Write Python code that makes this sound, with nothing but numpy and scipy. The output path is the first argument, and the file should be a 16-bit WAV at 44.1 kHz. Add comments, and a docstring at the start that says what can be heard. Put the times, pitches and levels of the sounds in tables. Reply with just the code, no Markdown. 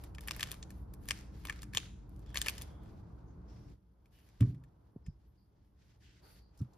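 """Puzzle cube at a desk

Hands turn the layers of a plastic puzzle cube close to a two-port microphone: bursts of noise ring the hollow
cube as clicks. It is set down on a desk mat with a deep knock of decaying desk modes. Palms land on a timer pad,
skin and sleeves rustle as shaped noise, skin squeaks as wavering sines, and the cube is lifted again.
A small room answers the clicks over a low building rumble, which is quieter in the second half."""
import sys
import numpy as np
from scipy import signal
from scipy.fft import rfft, irfft, next_fast_len
from scipy.io import wavfile
from scipy.ndimage import uniform_filter1d

SR = 44100
rng = np.random.default_rng(int(sys.argv[2]) if len(sys.argv) > 2 else 0)


def makeup_ratio(level_db):
    """Linear amplitude ratio for a level in decibels (20 dB per factor of ten)."""
    decades = np.asarray(level_db, float) / 20
    return 10 ** decades


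def master(y):
    """Save y as 16-bit WAV."""
    cut = np.clip(np.atleast_2d(y).T, -1, 1)
    pcm = np.round(cut * 32767)  # scale
    wavfile.write(sys.argv[1], SR, pcm.astype(np.int16))


N = 298557
T = np.arange(N) / SR

# cube pieces snapping; hollow (1-3 kHz) and edge (9-15 kHz) are relative to the peak:
# (time [s], peak level [dB], hollow [dB], edge [dB])
SNAPS = [(0.0369, -49.5, -4.5, -3), (0.1483, -47, -12, -19), (0.183, -39.5, 1, -15.5),
         (0.2077, -49, -24, -10), (0.2294, -59, -4, -15), (0.2746, -40, -5.5, -2.5),
         (0.2829, -28.5, -4.5, -18.5), (0.3093, -24, -10, -19.5), (0.3632, -42.5, -0.5, -2),
         (0.3947, -32, -2, -13.5), (0.407, -30, -8, -16.5), (0.4287, -21.5, -11.5, -20),
         (0.4593, -44.5, -4, -19.5), (0.5152, -32, -15.5, -8), (0.53, -48, 2.5, -18),
         (0.5412, -44.5, -5, -13), (0.627, -36.5, -16, -39), (0.7045, -46.5, -12.5, -10),
         (0.937, -52, -20.5, -6.5), (1.055, -58, 3, 0), (1.0865, -29.5, -7.5, -9.5),
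         (1.1075, -19, -9.5, -25.5), (1.4516, -37.5, 0.5, -10), (1.4704, -38, -5.5, -17),
         (1.485, -41.5, 6.5, -16), (1.4964, -26, -1, -19), (1.525, -41.5, -4.5, -19),
         (1.619, -44, -29, -16), (1.6304, -39, -7, -14), (1.734, -40, -2, -12.5), (1.7485, -29, -9, -12.5),
         (1.763, -39, -12, -25.5), (1.7711, -15, -10, -23), (2.093, -67.5, -22, -3),
         (2.162, -62, -22.5, -9.5), (2.193, -61.5, -32.5, -10), (2.292, -63, -25, -17),
         (2.3026, -56, -7.5, -17), (2.3439, -35.5, -5, -11), (2.3565, -27, -2, -23.5),
         (2.3717, -20, -12, -21), (2.3865, -41, -3.5, -5.5), (2.4153, -23, -23, -22),
         (2.4608, -32.5, -1.5, -16), (2.4672, -28.5, -3.5, -14), (2.4831, -19.5, -7.5, -18.5),
         (2.4955, -33.5, -9.5, -7.5), (2.5798, -37.5, -9.5, -14.5), (2.613, -38, -10, -13),
         (2.619, -38.5, -17, -10)]
# softer contacts of cube and hands with mat and pad: (time [s], peak level [dB], hollow [dB], edge [dB])
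TAPS = [(4.0562, -65, -5.5, -14), (4.4055, -41, -6.5, -18.5), (4.423, -49, 9, -29), (4.545, -65.5, 1, -15),
        (4.6361, -62, 3, -11.5), (5.0616, -56.5, -8, -22), (6.5742, -63, -39, -11.5),
        (6.5893, -59, -44.5, -15), (6.6143, -60.5, -15, -15), (6.7324, -66, -34, -27)]
# resonances of the hollow cube: (frequency [Hz], width [Hz], level [dB])
CUBE_MODES = [(556, 310, -6), (1140, 260, -0.5), (1764, 130, 1.5), (2380, 1000, -2.5), (3060, 450, -6),
              (3466, 330, -4.5), (4345, 370, -5), (5090, 340, -4), (5846, 600, -14.5), (6820, 1400, -6),
              (8040, 1800, -7.5), (8900, 400, -14.5), (10900, 1000, -28), (14100, 1800, -27.5)]
# decay time of a snap and of a tap [ms], and their relative spread
SNAP_MS, TAP_MS, DECAY_SPREAD = 1.5, 3.2, .1

# cube layers sliding, plastic on plastic:
# (start [s], end [s], level at 2-7 kHz [dB], level at 9-15 kHz [dB])
TURNS = [(0.204, 0.323, -73.5, -82), (0.32, 0.527, -64.5, -79), (1.077, 1.196, -68, -80.5),
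         (1.456, 1.598, -72.5, -87), (1.725, 1.86, -66, -90), (2.347, 2.496, -60, -82),
         (2.501, 2.631, -68.5, -80)]
# skin and sleeves brushing: (start [s], end [s], level at 2-7 kHz [dB], level at 9-15 kHz [dB])
BRUSHES = [(-0.03, 0.076, -76, -85), (0.674, 0.824, -85, -86), (0.998, 1.077, -79.5, -78),
           (1.196, 1.26, -82, -100), (1.308, 1.452, -81, -81.5), (2.098, 2.23, -97.5, -94),
           (2.257, 2.338, -80, -100), (2.625, 2.738, -84.5, -106), (2.81, 2.929, -84, -92.5),
           (2.94, 3.0, -90, -92), (3.472, 3.717, -81.5, -96.5), (4.105, 4.297, -80.5, -88),
           (4.311, 4.407, -84.5, -100), (4.39, 4.507, -79, -88), (5.758, 5.961, -83.5, -100),
           (5.996, 6.2, -76, -95.5), (6.218, 6.385, -73.5, -78.5), (6.534, 6.631, -84, -90),
           (6.7, 6.774, -91.5, -98)]
# loose pieces chatter while a layer slides: ticks per slide; peak over the slide level, its spread, tone [dB]
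CHATTER_COUNT, CHATTER_OVER_DB, CHATTER_SPREAD_DB = 4, 15, 3.5
CHATTER_HOLLOW_DB, CHATTER_EDGE_DB = -7.5, -17
# fingers shifting on the held cube tick too, until it is set down
FIDGET_OVER_DB, CUBE_DOWN_S = 15.5, 4.4

# blows on the desk; the last column is the share of the free ring time left under the hands:
# (time [s], peak level [dB], contact [ms], free share [0-1])
KNOCKS = [(4.406, -16.5, 2.4, 1), (4.961, -40, 1.8, .07), (5.065, -48, 2.7, .15), (5.082, -33.5, 6.7, .09),
          (6.605, -29, 2.7, .35)]
# desk modes ringing freely: (frequency [Hz], level [dB], t60 [s], sign [+1 or -1])
DESK_MODES = [(67, -12.5, 0.23, -1), (104.6, 2, 0.17, 1), (124.4, -2.5, 0.38, -1), (151.4, -12.5, 0.51, 1),
              (195, -10.5, 0.15, -1), (270.7, -9, 0.13, 1), (309.5, -19, 0.14, -1), (392, -23.5, 0.32, 1),
              (550, -15, 0.048, 1), (900, -30, 0.064, -1)]
# colour of the many dense desk modes: (frequency [Hz], level [dB per Hz])
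SHUDDER = [(70, -7), (130, 2.5), (200, -6), (290, -9.5), (400, -30.5), (700, -22), (1500, -38)]
SHUDDER_DB, SHUDDER_T60_S = -6, 0.4  # level beside the desk modes, free ring time

# faint steady hiss beneath the rubbing, lower after 3.77 s:
# (time [s], level at 2-7 kHz [dB], level at 9-15 kHz [dB])
HISS_FLOOR = [(0.0, -91, -100), (3.0, -88.5, -99.5), (3.74, -89, -100), (3.77, -96.5, -101),
              (6.77, -93.5, -100)]
# colour of the body of the rubbing: (frequency [Hz], level [dB per Hz])
RUB = [(880, -34.5), (1500, -4.5), (2060, -5), (2280, -7.5), (4080, -8.5), (4600, -6.5), (6910, -13),
       (8000, -10.5), (10400, -58), (17600, -120)]
# colour of its treble: (frequency [Hz], level [dB per Hz])
SHEEN = [(5060, -50), (8600, -13.5), (9790, -8.5), (13200, -9.5), (15300, -11), (16000, -40.5)]
# fingertips sliding: (start [s], end [s], frequency [Hz], width [Hz], level [dB])
SLIDES = [(2.251, 2.905, 3370, 357, -74.5), (3.259, 3.38, 6310, 900, -88), (3.47, 3.74, 5490, 700, -80),
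          (4.13, 4.305, 2900, 500, -79.5), (4.401, 4.529, 1150, 300, -73), (4.6, 4.68, 1050, 300, -78),
          (5.035, 5.174, 5110, 401.6, -81.5), (5.365, 5.514, 4720, 503, -88),
          (6.025, 6.234, 3020, 800, -77), (6.218, 6.541, 4600, 451, -76), (6.22, 6.4, 1400, 400, -75.5),
          (6.58, 6.72, 1300, 350, -79), (6.577, 6.644, 5660, 1510, -73)]
# thin squeaks of skin on the pad, arching up and back:
# (start [s], end [s], frequency [Hz], rise [Hz], level [dB])
SQUEAKS = [(5.225, 5.42, 11600, 1300, -102), (5.23, 5.415, 8850, 800, -100),
           (5.225, 5.27, 14700, 300, -101)]

# decay of the small room: (frequency [Hz], t60 [s])
ROOM = [(300, 0.72), (1500, 0.8), (4000, 0.18), (8000, 0.89), (14000, 0.22)]
# the diffuse tail; the echo off the desk
ROOM_DB, DESK_ECHO_MS, DESK_ECHO_DB = -18.5, 7.1, -11.5
# background rumble, and low-mid noise that swells as hands move:
# (time [s], rumble level [dB], low-mid level [dB])
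BACKGROUND = [(0.0, -52, -67), (0.399, -50, -65), (0.85, -50, -71), (1.099, -51, -69.5), (2.0, -51.5, -75),
              (2.521, -51, -65.5), (3.722, -52.5, -72.5), (3.77, -67, -84.5), (4.37, -66, -79.5),
              (4.8, -63.5, -80), (5.5, -66.5, -84.5), (6.2, -65.5, -83), (6.24, -63, -72),
              (6.5, -65.5, -80.5), (6.77, -62, -75)]
# colour of the building rumble: (frequency [Hz], level [dB per Hz])
RUMBLE = [(19, -37.5), (32, -5), (48, -1.5), (59, 2.5), (92, -7.5), (114, -4), (146, -12), (190, -9),
          (259, -21.5), (299, -14.5), (385, -25.5), (450, -23.5), (580, -47.5), (990, -120)]
# colour of the soft low-mid noise: (frequency [Hz], level [dB per Hz])
LOW_MID = [(180, -33.5), (300, -6.5), (476, -9), (920, -10.5), (1250, -16.5), (1530, -20), (1690, -27),
           (2600, -40), (3380, -77.5), (5720, -120)]

# likeness of the left and right ports in surrounding sound: (frequency [Hz], likeness [-1 to 1, clipped])
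ALIKE = [(60, 1), (130, .92), (290, 0.77), (700, -0.045), (2400, 0.49), (6000, 0.14), (8300, -1.1),
         (10500, 0.34), (15000, -0.22)]
# the two ports for a near source: (frequency [Hz], left minus right level [dB], lead of the left [rad])
PORTS = [(100, -1, .01), (400, .2, .05), (1100, 1.8, 1.1), (1700, 3.8, .35), (3300, 4.6, 1.2),
         (4400, 4.2, .7), (5800, 3.2, -1.1), (7000, 1, -1.8), (8300, 0, -3.2), (10000, 0, -4.4),
         (12000, 0, -6.1), (14500, 0, -8.4)]
# microphone response: (frequency [Hz], level [dB])
MIC = [(22, -28.5), (36, -5.5), (48, 2.48), (14000, 1.5), (16300, -14)]


def along(hz, table, axis=1):
    """A column of a frequency table, read on a log frequency axis."""
    rows = np.array(table, float)
    return np.interp(np.log(hz + 1), np.log(rows[:, 0]), rows[:, axis])


def shape(x, gain):
    """Filter by a function of frequency."""
    size = next_fast_len(x.shape[-1])
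    spectrum = rfft(x, size) * gain(np.fft.rfftfreq(size, 1 / SR))
    return irfft(spectrum, size)[..., :x.shape[-1]]


def walk(rate):
    """Random levels held 1 / rate s and smoothed twice; spread near 1."""
    k = int(SR / rate)
    held = np.repeat(rng.standard_normal(N // k + 1), k)
    return 1.6 * uniform_filter1d(uniform_filter1d(held, k), k)[:N]


def likeness(hz):
    """How alike the two ports hear surrounding sound; near 8 kHz they hear opposite pressure."""
    return np.clip(along(hz, ALIKE), -.99, .99)


def stereo_noise(colour, source):
    """Stereo noise in a colour, its mid of rms 1, silent outside the colour; the bass is alike left and right."""
    def inside(hz):
        return makeup_ratio(along(hz, colour)) * (hz > colour[0][0]) * (hz < colour[-1][0])

    mid = shape(source[0], lambda hz: inside(hz) * np.sqrt(1 + likeness(hz)))
    side = shape(source[1], lambda hz: inside(hz) * np.sqrt(1 - likeness(hz)))
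    return np.array([mid + side, mid - side]) / np.sqrt(np.mean(mid ** 2))


def clicks():
    """Each snap is a short rattle of tiny impacts that rings the hollow cube a little differently."""
    size, lead = 2048, .012  # buffer [samples]; time before the snap [s]
    out = np.zeros((2, N + size))
    t, hz = np.arange(size) / SR, np.fft.rfftfreq(size, 1 / SR)
    f, width, db = np.array(CUBE_MODES).T[:, :, None]
    modes = 1j * hz * width / (f ** 2 - hz ** 2 + 1j * hz * width)
    rows = [(row, SNAP_MS) for row in SNAPS]
    rows += [(row, TAP_MS) for row in TAPS]
    rows += [(row, SNAP_MS) for row in chatter()]
    for (s, peak_db, hollow_db, edge_db), ms in rows:
        chance = rng.standard_normal((3, size))
        decay_ms = ms * np.exp(DECAY_SPREAD * chance[2, -1])
        after = np.maximum(t - lead, 0) * 1000 / decay_ms
        blow = np.exp(-after) * (1 - np.exp(-after / 0.51)) ** 2
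        # pieces grind as they close in
        blow = blow + makeup_ratio(-30) * np.exp(-np.abs(t - lead) / 0.0026)
        impacts = chance[0] * makeup_ratio(4.6 * chance[1]) * blow
        mode_gain = makeup_ratio(db + 2.5 * chance[2, :len(f), None])
        body = (mode_gain * modes).sum(axis=0)
        # offsets make up for the colour of the cube modes
        tilt = along(hz, [(600, hollow_db + 3.0), (1900, hollow_db + 11.5), (4200, .1), (7500, .1),
                          (10500, edge_db + 13.5)])
        front = rfft(impacts) * body * makeup_ratio(tilt)
        # summed over all directions the colour of a snap evens out
        even = np.sqrt(uniform_filter1d(np.abs(front) ** 2, size=60))
        around = even * np.exp(1j * np.angle(front))
        snap = irfft(np.array([front, around]), size)
        # the peak is set on the 1.5-8 kHz envelope
        band = shape(snap[0], lambda z: (z > 1500) * (z < 8000))
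        peak = np.abs(signal.hilbert(band)).max()
        i = max(int((s - lead) * SR), 0)
        out[:, i:i + size] += snap * makeup_ratio(peak_db) / peak
    return out[:, :N]


def chatter():
    """Small unplanned ticks scattered over each sliding layer and each shift of grip."""
    grips = [(start, end, db + FIDGET_OVER_DB) for start, end, db, _ in BRUSHES if end < CUBE_DOWN_S]
    turns = [(start, end, db + CHATTER_OVER_DB) for start, end, db, _ in TURNS]
    start, end, db = np.repeat(np.array(turns + grips), CHATTER_COUNT, axis=0).T
    when = start + rng.random(len(db)) * (end - start)
    chance = rng.standard_normal((len(db), 3))
    peak_db = db + CHATTER_SPREAD_DB * chance[:, 0]
    hollow_db = CHATTER_HOLLOW_DB + 4.0 * chance[:, 1]
    edge_db = CHATTER_EDGE_DB + 4.0 * chance[:, 2]
    return np.c_[when, peak_db, hollow_db, edge_db]


def knocks():
    """A soft push bends the desk top; neighbouring modes start opposed, so the boom swells before it fades."""
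    size = 22050
    out, t = np.zeros(N + size), np.arange(size) / SR
    f, db, t60, sign = np.array(DESK_MODES).T[:, :, None]
    for s, peak_db, contact_ms, free in KNOCKS:
        fade = makeup_ratio(db - 60 * t / (t60 * free))
        ring = (sign * fade * np.sin(2 * np.pi * f * t)).sum(axis=0)
        shudder = shape(rng.standard_normal(size), lambda hz: makeup_ratio(along(hz, SHUDDER)))
        shudder_fade = makeup_ratio(SHUDDER_DB - 60 * t / (SHUDDER_T60_S * free)) * (1 - np.exp(-t / 0.0034))
        ring = ring + shudder / shudder.std() * shudder_fade
        push = np.hanning(int(contact_ms * SR / 1000) + 2)
        boom = signal.fftconvolve(ring, push)[:size]
        i = int(s * SR)
        out[i:i + size] += boom * makeup_ratio(peak_db) / np.abs(boom).max()
    return out[:N]


def rustle():
    """Rubbing of plastic, skin and sleeves over a faint hiss: grainy noise whose body and sheen swell apart."""
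    s, rub_db, sheen_db = np.array(HISS_FLOOR).T
    plastic = strokes(TURNS, attack_s=0.015, fade_db_per_s=13, release_db_per_s=320)
    floor = makeup_ratio([np.interp(T, s, rub_db), np.interp(T, s, sheen_db)])
    soft = floor + strokes(BRUSHES, attack_s=0.039, fade_db_per_s=14, release_db_per_s=360)
    soft = soft * makeup_ratio(1.5 * np.array([walk(25), walk(25)]))
    noise = rng.standard_normal((2, 2, N))
    grain = makeup_ratio(1.2 * np.array([walk(150), walk(200)]))
    # plastic on plastic catches in tiny ticks, about 200 a second
    catches = (rng.random(N) < 200 / SR) * rng.exponential(1.5, N)
    ticks = signal.lfilter([1], [1, -.97], catches)
    gain = grain * (soft + plastic * (1 + ticks))
    return gain[0] * stereo_noise(RUB, noise[0]) + gain[1] * stereo_noise(SHEEN, noise[1])


def strokes(rows, attack_s, fade_db_per_s, release_db_per_s):
    """Gain of body and sheen: each stroke swells, fades a little while it lasts and dies away after its end."""
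    out = 0
    for start, end, rub_db, sheen_db in rows:
        rise = np.clip((T - start) / attack_s, 0, 1)
        fall_db = fade_db_per_s * np.clip(T - start, 0, end - start)
        fall_db = fall_db + release_db_per_s * np.maximum(T - end, 0)
        out = out + rise * makeup_ratio(np.array([[rub_db], [sheen_db]]) - fall_db)
    return out


def slides():
    """Fingertips sliding: narrow bands of noise that start quickly and thin out."""
    out = 0
    for start, end, f, width, db in SLIDES:
        colour = [(f - 2 * width, -25), (f, 0), (f + 2 * width, -25)]
        hiss = stereo_noise(colour, rng.standard_normal((2, N)))
        swell = np.interp(T, [start, start + 0.025, end - .04, end], [0, 1, 0.25, 0.021])
        out = out + hiss * makeup_ratio(db) * swell
    return out


def squeaks():
    """Skin squeaking on the pad: near-sines of wavering pitch and level that come and go."""
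    out = 0
    for start, end, hz, rise_hz, db in SQUEAKS:
        arch = np.sin(np.pi * np.clip((T - start) / (end - start), 0, 1))
        pitch = hz + rise_hz * arch + 60 * walk(60)
        level = np.sqrt(np.abs(arch)) * makeup_ratio(db + 4.5 * walk(40))
        out = out + level * np.sin(2 * np.pi * np.cumsum(pitch) / SR)
    return out


def room(x):
    """An echo scattered off the desk and a diffuse tail in which each band fades at its own rate."""
    t = np.arange(SR // 2) / SR
    noise = rng.standard_normal((2, len(t)))
    mid = shape(noise[0], lambda hz: np.sqrt(1 + likeness(hz)))
    side = shape(noise[1], lambda hz: np.sqrt(1 - likeness(hz)))
    diffuse = np.array([mid + side, mid - side])
    tail = 0
    for centre in 180 * 2 ** np.arange(7):  # octave bands [Hz]
        band = shape(diffuse, lambda hz: np.clip(1 - np.abs(np.log2((hz + 1) / centre)), 0, 1))
        tail = tail + band * makeup_ratio(-60 * t / along(centre, ROOM))
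    tail = tail * (1 - np.exp(-(t / 0.0022) ** 2))
    tail = makeup_ratio(ROOM_DB) * tail / np.sqrt((tail ** 2).sum(axis=1, keepdims=True))
    # hands and desk scatter the echo over a few ms
    late = np.maximum(t - DESK_ECHO_MS / 1000, 0)
    echo = noise * late * np.exp(-late / 0.00076)
    tail = tail + makeup_ratio(DESK_ECHO_DB) * echo / np.sqrt((echo ** 2).sum(axis=1, keepdims=True))
    return signal.fftconvolve(x[None], tail, axes=1)[:, :N]


def background():
    """Low rumble through the building, and a soft low-mid noise that swells as hands move."""
    s, rumble_db, low_mid_db = np.array(BACKGROUND).T
    noise = rng.standard_normal((2, 2, N))
    rumble = makeup_ratio(np.interp(T, s, rumble_db) + 0.7 * walk(9.9)) * stereo_noise(RUMBLE, noise[0])
    low_mid = makeup_ratio(np.interp(T, s, low_mid_db) + .8 * walk(14)) * stereo_noise(LOW_MID, noise[1])
    return rumble + low_mid


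def scene():
    """Near sounds reach the two ports unequally; room and background surround them."""
    front, around = clicks()
    near = front + knocks() + squeaks()

    def half(hz):
        """Half of the difference between the ports, in level and phase."""
        return makeup_ratio(along(hz, PORTS) / 2) * np.exp(.5j * along(hz, PORTS, axis=2))

    direct = np.array([shape(near, half), shape(near, lambda hz: 1 / half(hz))])
    return direct + room(around) + rustle() + slides() + background()


def low_pass(x):
    """Removes everything above the highest recorded frequency."""
    return signal.sosfilt(signal.butter(12, 16660, fs=SR, output="sos"), x)


def record(dry):
    """The microphone cuts the deepest bass and rolls off at the top."""
    mix = shape(dry, lambda hz: makeup_ratio(along(hz, MIC)))
    return low_pass(mix)


dry = scene()
out = record(dry)
master(out)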